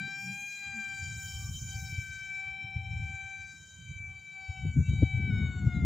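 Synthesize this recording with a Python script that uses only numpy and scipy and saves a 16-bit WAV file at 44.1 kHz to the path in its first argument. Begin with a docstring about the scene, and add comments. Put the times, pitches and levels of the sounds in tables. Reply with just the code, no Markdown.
"""A model aeroplane circles over an open field, its two-blade propeller whining above field hiss.
From the start gusts rumble and hoot at the microphone; tones swell and fade through turbulent air.
The tips and the air above them hiss strongest in the first 2.5 s; hard buffets crowd in near 4.8 s.
A far bird chirps at 4.9 s. From 5.3 s the plane is on a closer leg, with a rush of air, and its
pitch falls as it turns away. Tones are summed partials of the blade rate; hiss and wind are shaped noise."""
import sys
import numpy as np
from scipy import signal
from scipy.fft import rfft, irfft, next_fast_len
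from scipy.io import wavfile
from scipy.ndimage import uniform_filter1d

SR = 44100
rng = np.random.default_rng(int(sys.argv[2]) if len(sys.argv) > 2 else 0)


def generate_wav(signal):
    """Clip the signal to [-1, 1] and save it as 16-bit WAV at the path in sys.argv[1]."""
    frames = np.transpose(np.atleast_2d(signal))
    scaled = np.clip(frames, -1, 1) * 32767
    pcm = np.round(scaled).astype(np.int16)
    wavfile.write(sys.argv[1], SR, pcm)


N = 257984
T = np.arange(N) / SR  # s
SIZE = next_fast_len(N + SR // 10)  # padded FFT length, samples
MIRROR = np.array([[1], [-1]])  # opposite sign in left and right


def undb(db):
    """Decibels to amplitude."""
    return 10 ** (np.asarray(db) / 20)


def unit(x):
    """Scale to an rms of 1."""
    return x / np.sqrt(np.mean(x ** 2))


def curves(table):
    """Columns of a table joined by straight lines in time."""
    s, *columns = np.transpose(table)
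    return [np.interp(T, s, column) for column in columns]


def colour(x, points, scale=1):
    """Filter by an outline of f/Hz, level/dB, with the decibels multiplied by scale."""
    hz, db = np.transpose(points)
    log_f = np.log(np.arange(SIZE // 2 + 1) * SR / SIZE + 1)
    gain = undb(scale * np.interp(log_f, np.log(hz), db))
    return irfft(rfft(x, SIZE) * gain, SIZE)[..., :N]


def noise(points):
    """Steady noise of rms 1 with the given spectral outline."""
    return unit(colour(rng.standard_normal(N), points))


def walk(rate_hz, count=5):
    """Smooth random drift of rms 1 that changes about rate_hz times a second."""
    x = rng.standard_normal(N)
    for _ in range(count):
        x = uniform_filter1d(x, int(.77 * SR / rate_hz))
    return unit(x)


def coding_holes(x, low_hz=900, high_hz=5300, depth_db=16, count=16):
    """Lossy-coding holes: each narrow band of the middle drops out alone now and then."""
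    spectrum = rfft(x)
    f = np.arange(N // 2 + 1) * SR / N
    band = np.floor((f - low_hz) / (high_hz - low_hz) * count)
    out = irfft(spectrum * ((band < 0) | (band >= count)), N)
    for k in range(count):
        hole_db = depth_db * np.minimum(walk(13.0), .5)
        out = out + irfft(spectrum * (band == k), N) * undb(hole_db)
    return out


# Spectrum of the open field's hiss: f/Hz, level/dB
FIELD_COLOUR = [(30, -50), (80, -10.5), (150, 7.5), (300, -11), (700, -19), (1300, -25), (1900, -36.5),
                (4500, -30), (6000, -51), (9000, -31.5), (15400, -31)]
FIELD_DB = -68


def field():
    """Wide background hiss: a middle with lossy-coding dropouts in narrow bands, plus a steady
    side with lifted treble."""
    mid = noise(FIELD_COLOUR)
    side = colour(noise(FIELD_COLOUR), [(4000, 0.42), (8000, 5.6)])
    return undb(FIELD_DB) * (coding_holes(mid) + 0.32 * side * MIRROR)


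# Far bird: t/s of onset, level/dB at the peak
BIRD_CHIRP = [(4.883, -65)]


def bird(length_s=.026, from_hz=3000, to_hz=3800):
    """A short far chirp: a sine gliding upward under a half-sine envelope."""
    (s, db), = BIRD_CHIRP
    age = np.clip((T - s) / length_s, 0, 1)
    hz = from_hz + (to_hz - from_hz) * age
    return undb(db) * np.sin(np.pi * age) * np.sin(2 * np.pi * np.cumsum(hz) / SR)


# Spectra of the low rumble, the brighter flutter and the rattle topping strong gusts: f/Hz, level/dB
RUMBLE_COLOUR = [(20, -27.5), (40, -15.5), (60, 1), (90, 10), (125, 4), (170, -4.5), (300, -47.5),
                 (1000, -110)]
FLUTTER_COLOUR = [(40, -50), (90, -35.5), (140, 8.5), (200, 6), (300, -7.5), (450, -30.5), (700, -52.5),
                  (2000, -110)]
RATTLE_COLOUR = [(150, -16.5), (280, 1), (400, -1), (550, -21), (800, -18), (2000, -100)]


def gust(rumble_db, flutter_db, lumps):
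    """Turbulent pressure in three bands; the rattle gains on the rest as the gust strengthens."""
    flutter = undb(flutter_db - 4.5 + 2.9 * walk(40)) * noise(FLUTTER_COLOUR)
    rattle_db = flutter_db - 23.0 + 0.1 * (rumble_db + 13.0) + 0.6 * walk(26)
    rattle = undb(rattle_db) * noise(RATTLE_COLOUR)
    return undb(rumble_db) * lumps * (undb(-5.0) * noise(RUMBLE_COLOUR) + flutter + rattle)


# Single hard buffets, before the port thins the bass:
# t/s, swing level/dB, f/Hz, crack level/dB relative to the swing, length/cycles
BUFFETS = [(0.073, -45.5, 132, -2, 2.8), (1.386, -33.5, 88, -42, 3.9), (1.607, -28, 87, -41, 2.75),
           (1.745, -30, 87, -43, 1.9), (1.921, -30, 92, -27, 1.3), (1.973, -24.5, 94, -29, 2.4),
           (2.635, -36, 115.4, -40, 2.8), (2.756, -23.5, 99, -58, 1.85), (3.128, -33, 93.4, -30.5, 2.5),
           (4.481, -28.5, 87.3, -58, 3), (4.637, -27.5, 147, -15.5, 5.7), (4.756, -24.5, 240, -27, 5.5),
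           (4.763, -16, 129.4, -39, 3.9), (4.812, -21, 133, -45, 1.96), (4.904, -19, 107, -33.5, 1.3),
           (4.927, -16.5, 107.3, -26, 1.5), (4.978, -26, 99, -40.5, 2.4), (5.017, -13, 99.2, -5, 2.9),
           (5.166, -20, 112.5, -27, 3), (5.659, -13, 113, -22, 2.7)]
# Spectrum of a buffet's crack: f/Hz, level/dB
CRACK_COLOUR = [(100, -8), (250, 16.5), (500, -4.5), (900, -23.5), (1150, -70), (2500, -110)]


def buffets():
    """Hard hits of air: each a brief swing of pressure with a sharper crack of noise on it."""
    crack, hits = noise(CRACK_COLOUR), 0
    turns = rng.random(len(BUFFETS))  # starting phase, cycles
    for (s, db, hz, crack_db, cycles), turn in zip(BUFFETS, turns):
        age = (T - s) * hz / cycles  # 0-1 over the buffet
        swing = np.exp(-((age - .6) / 0.29) ** 2) * np.cos(2 * np.pi * (hz * (T - s) + turn))
        edge = np.exp(-((age - .45) / 0.2) ** 2) * crack
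        hits = hits + undb(db) * (swing + undb(crack_db) * edge)
    return colour(hits, [(25, -19.0), (70, 1.0)])  # the port passes little deep bass


# Light wind hoots across the port, before the left-right tilt:
# t/s of the centre, peak level/dB, f/Hz, half length/s
HOOTS = [(0.031, -45, 140, 0.077), (0.296, -40.5, 190, 0.052), (0.285, -43.5, 120, 0.058),
         (0.781, -42.5, 222, 0.037)]


def hoots():
    """Soft low tones blown across the port, with a wandering phase."""
    out = 0
    for s, db, hz, half in HOOTS:
        swell = undb(db) * np.exp(-((T - s) / half) ** 2)
        out = out + swell * np.cos(2 * np.pi * hz * T + walk(28))
    return out


# Gust strength before trims and lumps: t/s, rumble level/dB, flutter level/dB relative to the rumble
GUSTS = [(0.0, -49, 7.5), (0.16, -66, 11.5), (0.3, -54.5, 8.5), (0.57, -68.5, 0), (0.7, -46, -10),
         (0.82, -59, 7), (1.05, -36.5, -17.5), (1.3, -42, -16.5), (1.95, -37, -19.5), (2.42, -56.5, -9.5),
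         (2.5, -43.5, -27), (2.6, -58.5, -1.5), (2.72, -51, -5), (2.9, -29, -44), (3.05, -35, -19),
         (3.2, -49, -18), (3.6, -60, -6), (3.96, -38.5, -19.5), (4.15, -42.5, -23), (4.32, -72, -1),
         (4.56, -47.5, -23), (4.64, -27.5, -22), (4.71, -35, -14.5), (4.78, -20, -10), (4.87, -23.5, -22),
         (5.05, -28.5, -6.5), (5.13, -31.5, -33), (5.2, -28.5, -6), (5.85, -24.5, -4.5)]
# Tilt of the wind: t/s, level/dB of left minus right
WIND_TILT = [(0.0, 2), (1.1, 1.5), (3.0, 2), (3.4, -2), (4.25, -3.5), (4.42, 3), (5.85, 3.5)]


def wind():
    """Lumpy gusts, nearly alike on both ports, with hard buffets and hoots in the middle."""
    rumble_db, flutter_db = curves(GUSTS)
    tilt_db, = curves(WIND_TILT)
    lumps = undb(2.74 * walk(50) + 2.63 * walk(14.7))
    mid, side = (gust(rumble_db, flutter_db, lumps) for _ in range(2))
    mid = mid + buffets() + hoots()
    return (mid + 0.13 * side * MIRROR) * undb(np.array([tilt_db, -tilt_db]) / 2)


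# Spectrum of the airflow on the close leg: f/Hz, level/dB
RUSH_COLOUR = [(150, -34), (300, -8), (600, -3.5), (1200, -4.5), (2500, -8.5), (3800, -11.5), (4400, -12.5),
               (7000, -67)]
# Swell of that airflow, before its waver: t/s, level/dB
RUSH_SWELL = [(5.1, -79), (5.28, -73.5), (5.35, -64.5), (5.85, -64.5)]


def air_rush():
    """Airflow of the close leg: broad noise that swells near the end and wavers slightly."""
    return noise(RUSH_COLOUR) * undb(curves(RUSH_SWELL)[0] + 1.5 * walk(15))


# Swells and fades of one partial as eddies drift through the path:
# t/s of the centre, order in blade rates, change of level/dB, half length/s
PARTIAL_FADES = [(0.545, 1, -15, 0.096), (1.17, 1, -13, 0.13), (1.403, 1, -7, 0.14), (1.593, 1, -27, 0.1),
                 (2.098, 1, -22, 0.23), (3.783, 1, -48.5, 0.26), (4.271, 1, -23.5, 0.11),
                 (4.811, 1, -21.5, 0.15), (5.446, 1, -10, 0.27), (0.128, 1.5, 32, 0.11),
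                 (0.78, 1.5, 27.5, 0.26), (1.425, 1.5, 27.5, 0.19), (2.47, 1.5, 31, .08),
                 (4.491, 1.5, 17.5, 0.8), (5.492, 1.5, 22.5, 0.16), (0.12, 2.5, 21, 0.14),
                 (0.708, 2.5, 24, 0.27), (2.416, 2.5, 17.5, 0.17), (4.557, 3.5, 28.5, 0.23),
                 (4.868, 3.5, 29, 0.042), (1.817, 4, -29, 0.026), (2.407, 4, -9, 0.063),
                 (1.306, 4, 10, 0.098), (1.57, 4, 10, 0.037), (1.74, 4, 11, 0.034), (3.48, 4, -12, 0.22),
                 (4.043, 4, -28, 0.05), (4.264, 4, -12.5, 0.16), (4.809, 4, -34, 0.053),
                 (5.797, 4, -16, 0.21), (0.063, 5, 11.5, 0.072), (0.23, 5, -6, 0.037), (0.61, 5, 9.5, 0.11),
                 (1.497, 5, -18, 0.022), (3.07, 5, -12, 0.042), (4.054, 5, -20, 0.035),
                 (4.072, 5, -6.5, 0.51), (4.773, 5, -21, 0.076), (5, 5, 7.5, 0.17), (5.42, 5, 7.5, 0.092),
                 (5.642, 5, -10, 0.047), (0.284, 6, 11.5, 0.28), (0.846, 6, 8, 0.26), (2.83, 6, -28, 0.21),
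                 (4.06, 6, -14, 0.045), (4.797, 6, -19.5, 0.05), (5.367, 6, -11.5, 0.05),
                 (4.19, 6, 11.5, 0.053), (4.43, 6, 21.5, 0.12), (5.577, 6, 16.5, 0.07),
                 (5.802, 6, -18, 0.051), (0.137, 7, 10.5, 0.15), (0.42, 7, -16, 0.052),
                 (2.726, 7, 15.5, 0.19), (3.958, 7, -18, 0.16), (4.345, 7, 4.5, 0.38),
                 (4.854, 7, -30.5, 0.14), (5.56, 7, -18, 0.085), (5.36, 7, 7, 0.048), (0.473, 8, 13, 0.085),
                 (2.612, 8, -24, 0.12), (3.794, 8, 7.5, 0.6), (5.33, 8, -18.5, 0.11), (5.717, 8, -8, 0.044),
                 (0.34, 9, 9, 0.2), (1.294, 9, 9.5, 0.55), (4.303, 9, 14, 1), (5.43, 9, 8, 0.16),
                 (5.68, 10, 16.5, .26), (5.762, 5.5, 48, 0.045)]


def fades(order):
    """Summed swells and fades of one partial, in dB."""
    change_db = 0
    for s, k, db, half in PARTIAL_FADES:
        if round(2 * k) == round(2 * order):
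            change_db = change_db + db * np.exp(-np.abs((T - s) / half) ** 2.24)
    return change_db


# Turbulence on the path: t/s, strength (a factor on the scatter)
EDDIES = [(0, 0.48), (1.8, 1.68), (2.3, 0.87), (3.4, 0.75), (4, 1.13), (5.28, 0.47), (5.4, 1.02)]


def tone(phase, order, gain, fuzz, sway):
    """A partial of rms level gain, plus the part that eddies on the path scatter around it."""
    # scatter leans towards the mean level, so the tone is roughest where it fades
    spread = curves(EDDIES)[0] * np.sqrt(gain * uniform_filter1d(gain, SR // 2))
    scattered = 0
    for axis in (1, 1j):
        scattered = scattered + axis * spread * (fuzz * walk(263) + sway * walk(56))
    return np.sqrt(2) * np.real((gain + scattered) * np.exp(1j * order * phase))


# Blade passes, one table per leg of the flight: t/s, f/Hz
BLADE_RATE = [
    [(0.0, 777.9), (0.03, 782.8), (0.44, 803.5), (0.54, 804.5), (0.95, 783), (1.3, 779.5), (2.2, 773),
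     (2.6, 777), (3.55, 779), (3.9, 774), (4.35, 772.5), (4.68, 760.5), (4.85, 764), (5.15, 768),
     (5.3, 764.4)],
    [(5.305, 745.0), (5.401, 749.0), (5.601, 733.0), (5.83, 701.8)],
]
# Strongest tones, one table per leg: t/s, level/dB of the third blade harmonic, level/dB of the second
WHINE = [
    [(0.0, -41.5, -41.5), (0.45, -41.5, -55.5), (0.62, -43.5, -54), (0.8, -39, -45), (1.2, -47, -49.5),
     (1.45, -56, -54.5), (1.56, -62.5, -63), (1.75, -52, -51), (1.98, -42.5, -54.5), (2.12, -49, -47),
     (2.35, -37.5, -49.5), (2.85, -45, -64.5), (3.15, -43, -51), (3.42, -44.5, -51.5), (3.7, -67.5, -58.5),
     (4.05, -42, -63.5), (4.21, -53, -69), (4.38, -44, -59.5), (4.8, -52.5, -60.5), (5.1, -40, -62.5),
     (5.3, -39, -51)],
    [(5.305, -45, -48), (5.42, -42.5, -49.5), (5.62, -56, -52.5), (5.75, -46, -50.5), (5.85, -49, -59)],
]
# Weaker tones, before fades: blade harmonic, level/dB, random waver/dB
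WEAK_TONES = [(1, -56.5, 1.5), (4, -60, 2), (5, -62.5, 1)]
# Tones of unequal blades, before fades and waver: order in blade rates, level/dB
SHAFT_TONES = [(1.5, -100), (2.5, -96), (3.5, -100), (5.5, -110)]
# Upper tones, before fades and waver: blade harmonic, level/dB relative to the tip hiss curve
HIGH_TONES = [(6, -15.5), (7, -14), (8, -15), (9, -19.5), (10, -27.5)]
# Highest tones, before the shared dip and waver: blade harmonic, level/dB relative to the top air hiss curve
TOP_TONES = [(11, -18.5), (12, -23), (13, -23), (14, -37.5)]
# Slow dip shared by the highest tones: t/s, change of level/dB
TOP_TONES_DIP = [(0.62, -7), (0.8, -10.5), (2.7, -16), (2.95, -2)]
# Hiss curves, before trim and waver: t/s, tip hiss level/dB, top air hiss level/dB
HISS = [(0.0, -59.5, -74), (0.26, -53, -54), (0.41, -54, -60.5), (0.55, -52, -56.5), (0.72, -56, -66.5),
        (1.2, -49.5, -54), (1.87, -51.5, -54.5), (2.4, -58.5, -73.5), (2.68, -71.5, -96),
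        (3.07, -59.5, -74), (3.3, -60, -84), (3.55, -60.5, -72.5), (4.3, -69, -93), (4.9, -58.5, -85.5),
        (5.3, -67.5, -86), (5.85, -68.5, -80.5)]
# Spectra of the tip hiss and of the top air hiss: f/Hz, level/dB
TIP_COLOUR = [(4200, -55.5), (5000, -14), (5600, 3.5), (6200, 7.5), (7000, 18), (7800, 5), (8600, -13.5),
              (9500, -80)]
TOP_COLOUR = [(7000, -45), (9000, -7), (10500, 0.5), (12500, 0.5), (15000, 12), (16000, 17.5)]


def propeller():
    """Blade tones, shaft tones between them, and hiss that pulses once per blade pass."""
    hz, = curves(np.vstack(BLADE_RATE))
    phase = 2 * np.pi * np.cumsum(hz) / SR
    third_db, second_db = curves(np.vstack(WHINE))
    tip_db, top_db = curves(HISS)
    blade_tones = [(2, second_db), (3, third_db)]
    for k, db, waver_db in WEAK_TONES:
        blade_tones.append((k, db + fades(k) + waver_db * walk(23.0)))
    out = 0
    for k, db in blade_tones:
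        shortness = (k - 1) ** 2  # shorter waves scatter more
        out = out + tone(phase, k, undb(db), 0.059 + 0.009 * shortness, 0.14 + 0.01 * shortness)
    for k, db in SHAFT_TONES:
        level_db = db + fades(k) + 4.6 * walk(9.4)
        out = out + tone(phase, k, undb(level_db), 0.32, 0.59)
    for k, db in HIGH_TONES:
        level_db = tip_db + db + fades(k) + 3.6 * walk(12.0)
        out = out + tone(phase, k, undb(level_db), 0.21 * (k - 4.5), 0.17 * (k - 4.5))
    dip_db, = curves(TOP_TONES_DIP)
    for k, db in TOP_TONES:
        level_db = top_db + dip_db + db + 3.0 * walk(8)
        out = out + tone(phase, k, undb(level_db), 0.46, .4)
    pulse = 1 + 0.13 * np.cos(phase)
    tip_hiss = unit(colour(pulse * rng.standard_normal(N), TIP_COLOUR))
    top_hiss = unit(colour(pulse * rng.standard_normal(N), TOP_COLOUR))
    tips = tip_hiss * undb(tip_db - 6.0 + 1.9 * walk(77))
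    top = top_hiss * undb(top_db - 2.0 + 2.0 * walk(30))
    return out + tips + top


# Tone difference between the microphone ports, scaled for each port: f/Hz, level/dB of left minus right
PORT_COLOUR = [(100, -13.5), (700, 5), (1400, 7.5), (2400, 5), (4400, 4.5), (5800, 5.5), (7200, -7),
               (10000, -28.5), (15000, -5.5)]


def ports(far):
    """Each microphone port colours distant sound in its own, roughly opposite way."""
    return np.array([colour(far, PORT_COLOUR, scale=0.35), colour(far, PORT_COLOUR, scale=-0.52)])


def scene():
    """Field hiss and wind around the distant bird, air rush and propeller."""
    far = bird() + air_rush() + propeller()
    return field() + wind() + ports(far)


def record(dry):
    """The phone cuts the top with a steep low-pass at 15500 Hz."""
    return signal.sosfilt(signal.ellip(10, .2, 80, 15500, fs=SR, output="sos"), dry)


dry = scene()
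out = record(dry)
generate_wav(out)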